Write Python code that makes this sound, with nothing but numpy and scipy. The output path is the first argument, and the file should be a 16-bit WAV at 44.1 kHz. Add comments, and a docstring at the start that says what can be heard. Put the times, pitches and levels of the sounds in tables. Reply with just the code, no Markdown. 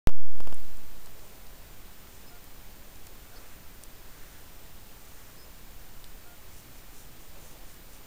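"""Trail camera waking in a night forest

The microphone bias jumps, sputters and settles, leaving hiss, a low rumble and a thin electronic whine.
Some metres off an animal forages under a tree, snapping dry stalks, brushing through grass and rooting
in the ground. A few faint squeaks and toots come from further away."""
import sys
import numpy as np
from scipy import signal
from scipy.fft import rfft, irfft, next_fast_len
from scipy.io import wavfile
from scipy.ndimage import uniform_filter1d

SR = 44100
rng = np.random.default_rng(int(sys.argv[2]) if len(sys.argv) > 2 else 0)


def transcribe(u):
    """Save the signal u as a 16-bit wav file named by the first command-line argument.

    u: samples, shape (n,) or (channels, n), limited to [-1, 1]; the rate is SR.
    q: integer samples, one column per channel.
    """
    v = np.clip(np.atleast_2d(u).T, -1, 1)
    q = np.round(v * 32767).astype(np.int16)
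    wavfile.write(sys.argv[1], SR, q)


N = 355446
T = np.arange(N) / SR
WAKE_S = .07255
GULP_S, GULP_PERIOD_S = .142, .0704  # the electronics gulp current at a steady pace


# Sputters of the bias. Each row: start in seconds, depth of the dropout before it in full-scale units.
SPUTTERS = [(.0926, 0.038), (.3561, 0), (.3828, 0), (.4050, .033), (.435, 0), (0.455, 0), (.4742, .033),
            (0.4972, 0.002), (.5126, 0.0038), (0.5267, .027)]

def power_on(pop=.3, overshoot=1.96, rest_bias=.0045, swing_hz=.26, drain_s=.21):
    """The microphone bias pops up, overshoots and drains; each sputter is a small step that leaks away."""
    step, leak_s, dropout_s = .013, .12, .0005
    awake_s = np.maximum(T - WAKE_S, 0)
    phase = 2 * np.pi * swing_hz * awake_s
    swing = pop * np.cos(phase) + overshoot * np.sin(phase)
    bias = rest_bias + np.exp(-awake_s / drain_s) * swing
    for s, depth in SPUTTERS:
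        add(bias, s, step * np.exp(-T[:SR] / leak_s))
        add(bias, s - dropout_s, np.full(round(dropout_s * SR), -depth))
    return bias


# Dry stalks snapping. Each row: start in seconds, level in dB, pitch in Hz.
STALK_SNAPS = [(0.545, -31, 9600), (.772, -44, 7500), (1.0596, -33, 7050), (1.195, -48, 5100),
               (1.357, -46, 5100), (1.468, -46, 4970), (2.4424, -37, 10000), (2.9575, -38, 7500),
               (3.068, -36, 8000), (3.0696, -33, 7800), (3.8367, -32, 5960), (3.8367, -27, 8600),
               (4.869, -42, 11000), (6.0425, -30, 3900), (6.0428, -37, 8540), (7.7425, -42, 10000)]

def stalk_snaps(usual_snap_db=-29.5, usual_splinter_db=-41, splinter_growth=.55, splinter_t60_s=.012):
    """A stalk breaks with a very short ring, then its fibres splinter, louder after a harder snap."""
    out, t = np.zeros(N), T[:SR // 20]
    decay = np.exp(-np.log(1000) * t / splinter_t60_s)
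    for s, db, hz in STALK_SNAPS:
        splinters = noise_band(len(t), hz, q=1.0) * decay
        splinter_db = usual_splinter_db + splinter_growth * (db - usual_snap_db)
        add(out, s, undb(db) * ring(hz, cycles=19) + undb(splinter_db) * splinters)
    return out


# Passes through dry grass. Each row: middle in seconds, length in seconds, level in dB.
GRASS_BRUSHES = [(1.28, .19, -63.5), (2.16, .12, -61.5), (3.42, .22, -63), (4.3, .28, -63),
                 (5.17, 0.33, -61.5), (6.573, .072, -55), (6.76, .07, -61), (6.986, .09, -55.5),
                 (7.23, .07, -62), (7.474, .12, -56), (7.71, .07, -59), (7.947, .065, -57.5)]
# The crisp tone of the grass. Each row: frequency in Hz, gain in dB.
GRASS_EQ = [(2000, -9), (4900, -5), (5900, 6), (7500, 4.5), (10000, 2), (13000, -8), (16000, -13)]

def grass_brushes(ticks_per_s=6000):
    """Dry blades slip past fur as a dense shower of tiny ticks."""
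    ticks = rng.standard_normal(N) * (rng.random(N) < ticks_per_s / SR)
    passes = sum(undb(db) * swell(s, length) for s, length, db in GRASS_BRUSHES)
    return unit(colour(ticks, GRASS_EQ)) * passes


# Soft scuffs. Each row: middle in seconds, length in seconds, level in dB, band centre in Hz.
SOIL_SCUFFS = [(1.31, 0.4, -62.5, 556), (3.39, 0.11, -60.5, 500), (3.47, .22, -61.5, 1600),
               (3.604, 0.026, -51.5, 163), (4.283, 0.29, -60.5, 1590), (5.262, 0.16, -61.5, 1450),
               (5.452, 0.084, -62, 523), (7.473, 0.21, -60.5, 580), (7.48, .26, -67, 3000)]

def soil_scuffs(uneven_db=3.5):
    """The animal roots in soil and leaf litter with a dull, uneven friction."""
    out = np.zeros(N)
    for s, length, db, hz in SOIL_SCUFFS:
        out += undb(db) * swell(s, length) * noise_band(N, hz, q=1.23)
    return out * undb(uneven_db * drift(40))


# Thin squeaks. Each row: start in seconds, length in seconds, pitch in Hz, level in dB, split in Hz.
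FAR_SQUEAKS = [(2.26, .046, 5140, -56, 0), (3.354, 0.035, 4800, -49.5, 616), (5.374, 0.036, 5080, -53, 320),
               (5.400, 0.056, 5115, -55.5, 0)]

def far_squeaks(quiver=.005, quiver_per_split_hz=.000025):
    """Short high notes; a fast flutter splits some into two tones, scratchier the wider the split."""
    out = np.zeros(N)
    for s, length, hz, db, split_hz in FAR_SQUEAKS:
        envelope, phase = note(length, hz, quiver + quiver_per_split_hz * split_hz)
        flutter = np.cos(np.pi * split_hz * T[:len(phase)])
        add(out, s, undb(db) * envelope * np.sin(phase) * flutter)
    return out


# Faint toots. Each row: start in seconds, length in seconds.
FAR_TOOTS = [(2.298, 0.097), (3.317, 0.042), (6.248, 0.12)]

def far_toots(hz=708, level_db=-59, octave_db=.5):
    """One soft, hollow note with its octave recurs far away."""
    out = np.zeros(N)
    for s, length in FAR_TOOTS:
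        envelope, phase = note(length, hz, quiver=.002)
        tone = np.sin(phase) + undb(octave_db) * np.sin(2 * phase)
        add(out, s, undb(level_db) * envelope * tone)
    return out


def camera_ticks(first_s=1.0722, period_s=1.0, level_db=-23.5):
    """The electronics give three dull, evenly spaced ticks just after waking."""
    out = np.zeros(N)
    tick = undb(level_db) * ring(hz=1400, cycles=.87, low_cut_ratio=.66)
    for k in range(3):
        add(out, first_s + k * period_s, tick)
    return out


# The thin whine. Each row: pitch in Hz, rms level in dB before the amplifier.
WHINE_TONES = [(7149, -72), (8619, -80), (8689, -75), (14303, -59)]

def camera_whine(drift_hz=1.49, jitter_rad=.031, stall_s=.002):
    """The camera's oscillator tones wander slightly and stall for a moment at each gulp of current."""
    tones = np.zeros(N)
    for hz, db in WHINE_TONES:
        phase = 2 * np.pi * np.cumsum(hz + drift_hz * drift(4.6)) / SR
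        tones += np.sqrt(2) * undb(db) * np.sin(phase + jitter_rad * drift(450))
    from_gulp_s = (T - GULP_S + GULP_PERIOD_S / 2) % GULP_PERIOD_S - GULP_PERIOD_S / 2
    return tones * (1 - np.exp(-(from_gulp_s / stall_s) ** 2))


# Sub-bass ripple on the supply. Each row: frequency in Hz, rms level in dB before the amplifier.
RIPPLE_TONES = [(14.2, -54), (30, -61)]

def supply_ripple():
    """The uneven load on the supply makes the deepest rumble flutter, now more, now less."""
    throb = np.sqrt(2) * sum(undb(db) * np.cos(2 * np.pi * hz * (T - GULP_S)) for hz, db in RIPPLE_TONES)
    return throb * unit(1 + .5 * drift(1.94))


# The noise bed. Each row: frequency in Hz, density in dB per Hz before the amplifier.
BED_SPECTRUM = [(8, -60.5), (25, -66), (50, -72), (100, -78), (200, -83), (500, -87), (1000, -90),
                (2000, -92.5), (4000, -95.5), (7000, -97.5), (10000, -99), (14400, -100.4), (15800, -106)]

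def noise_bed(waver_db=.2):
    """Even hiss over a rumble that wavers slightly."""
    noise = colour(rng.standard_normal(N) * np.sqrt(SR / 2), BED_SPECTRUM)
    rumble = signal.sosfilt(signal.butter(1, 400, fs=SR, output="sos"), noise)
    hiss = noise - rumble
    return hiss + rumble * undb(-waver_db * drift(11))


def ring(hz, cycles, low_cut_ratio=.52):
    """A ring that dies by 60 dB over the given cycles and radiates little below its own pitch."""
    t = T[:SR // 20]
    tone = np.sin(2 * np.pi * hz * t) * np.exp(-np.log(1000) * hz * t / cycles)
    return signal.sosfilt(signal.butter(2, low_cut_ratio * hz, "high", fs=SR, output="sos"), tone)


def note(length, hz, quiver):
    """Soft envelope and running phase of a short note that quivers by a share of its pitch."""
    n = int(length * SR)
    pitch_hz = hz * (1 + quiver * drift(440)[:n])
    return signal.windows.tukey(n, .5), 2 * np.pi * np.cumsum(pitch_hz) / SR


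def noise_band(n, hz, q):
    """Noise passed twice through one broad resonance, at rms 1."""
    b, a = signal.iirpeak(hz, q, fs=SR)
    return unit(signal.lfilter(b, a, signal.lfilter(b, a, rng.standard_normal(n))))


def colour(x, points):
    """EQ by (Hz, dB) points joined on a log-frequency axis."""
    hz, db = np.transpose(points)
    size = next_fast_len(N)
    bin_hz = np.arange(size // 2 + 1) * SR / size
    gain = undb(np.interp(np.log(bin_hz + 1), np.log(hz), db))
    return irfft(rfft(x, size) * gain, size)[:N]


def drift(rate):
    """Smooth random drift at rms 1, through about rate values a second."""
    hold = int(SR / rate)
    steps = np.repeat(rng.standard_normal(N // hold + 1), hold)
    return unit(uniform_filter1d(uniform_filter1d(steps, hold), hold)[:N])


def swell(s, length):
    """A bell-shaped rise and fall around time s."""
    return np.exp(-2 * ((T - s) / length) ** 2)


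def undb(db):
    """Decibels to gain."""
    return 10 ** (np.asarray(db) / 20)


def unit(x):
    """Scale to rms 1."""
    return x / np.sqrt(np.mean(x ** 2))


def add(out, s, x):
    """Mix x in at time s."""
    i = max(int(round(s * SR)), 0)
    out[i:i + len(x)] += x[:max(N - i, 0)]


def scene(opening_s=(.29, .58), amplifier_db=(-5.5, -1)):
    """Silence until the camera wakes; its amplifier starts low and opens once as the bias falls."""
    forest = stalk_snaps() + grass_brushes() + soil_scuffs() + far_toots() + far_squeaks()
    camera = camera_whine() + supply_ripple() + camera_ticks()
    amplifier = undb(np.interp(T, opening_s, amplifier_db))
    mix = power_on() + amplifier * (forest + noise_bed() + camera)
    return (mix * (T >= WAKE_S))[None]


def record(dry, top_hz=15850):
    """The camera cuts the top end steeply."""
    return signal.fftconvolve(dry, signal.firwin(255, top_hz, fs=SR)[None], mode="same", axes=1)


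dry = scene()
out = record(dry)
transcribe(out)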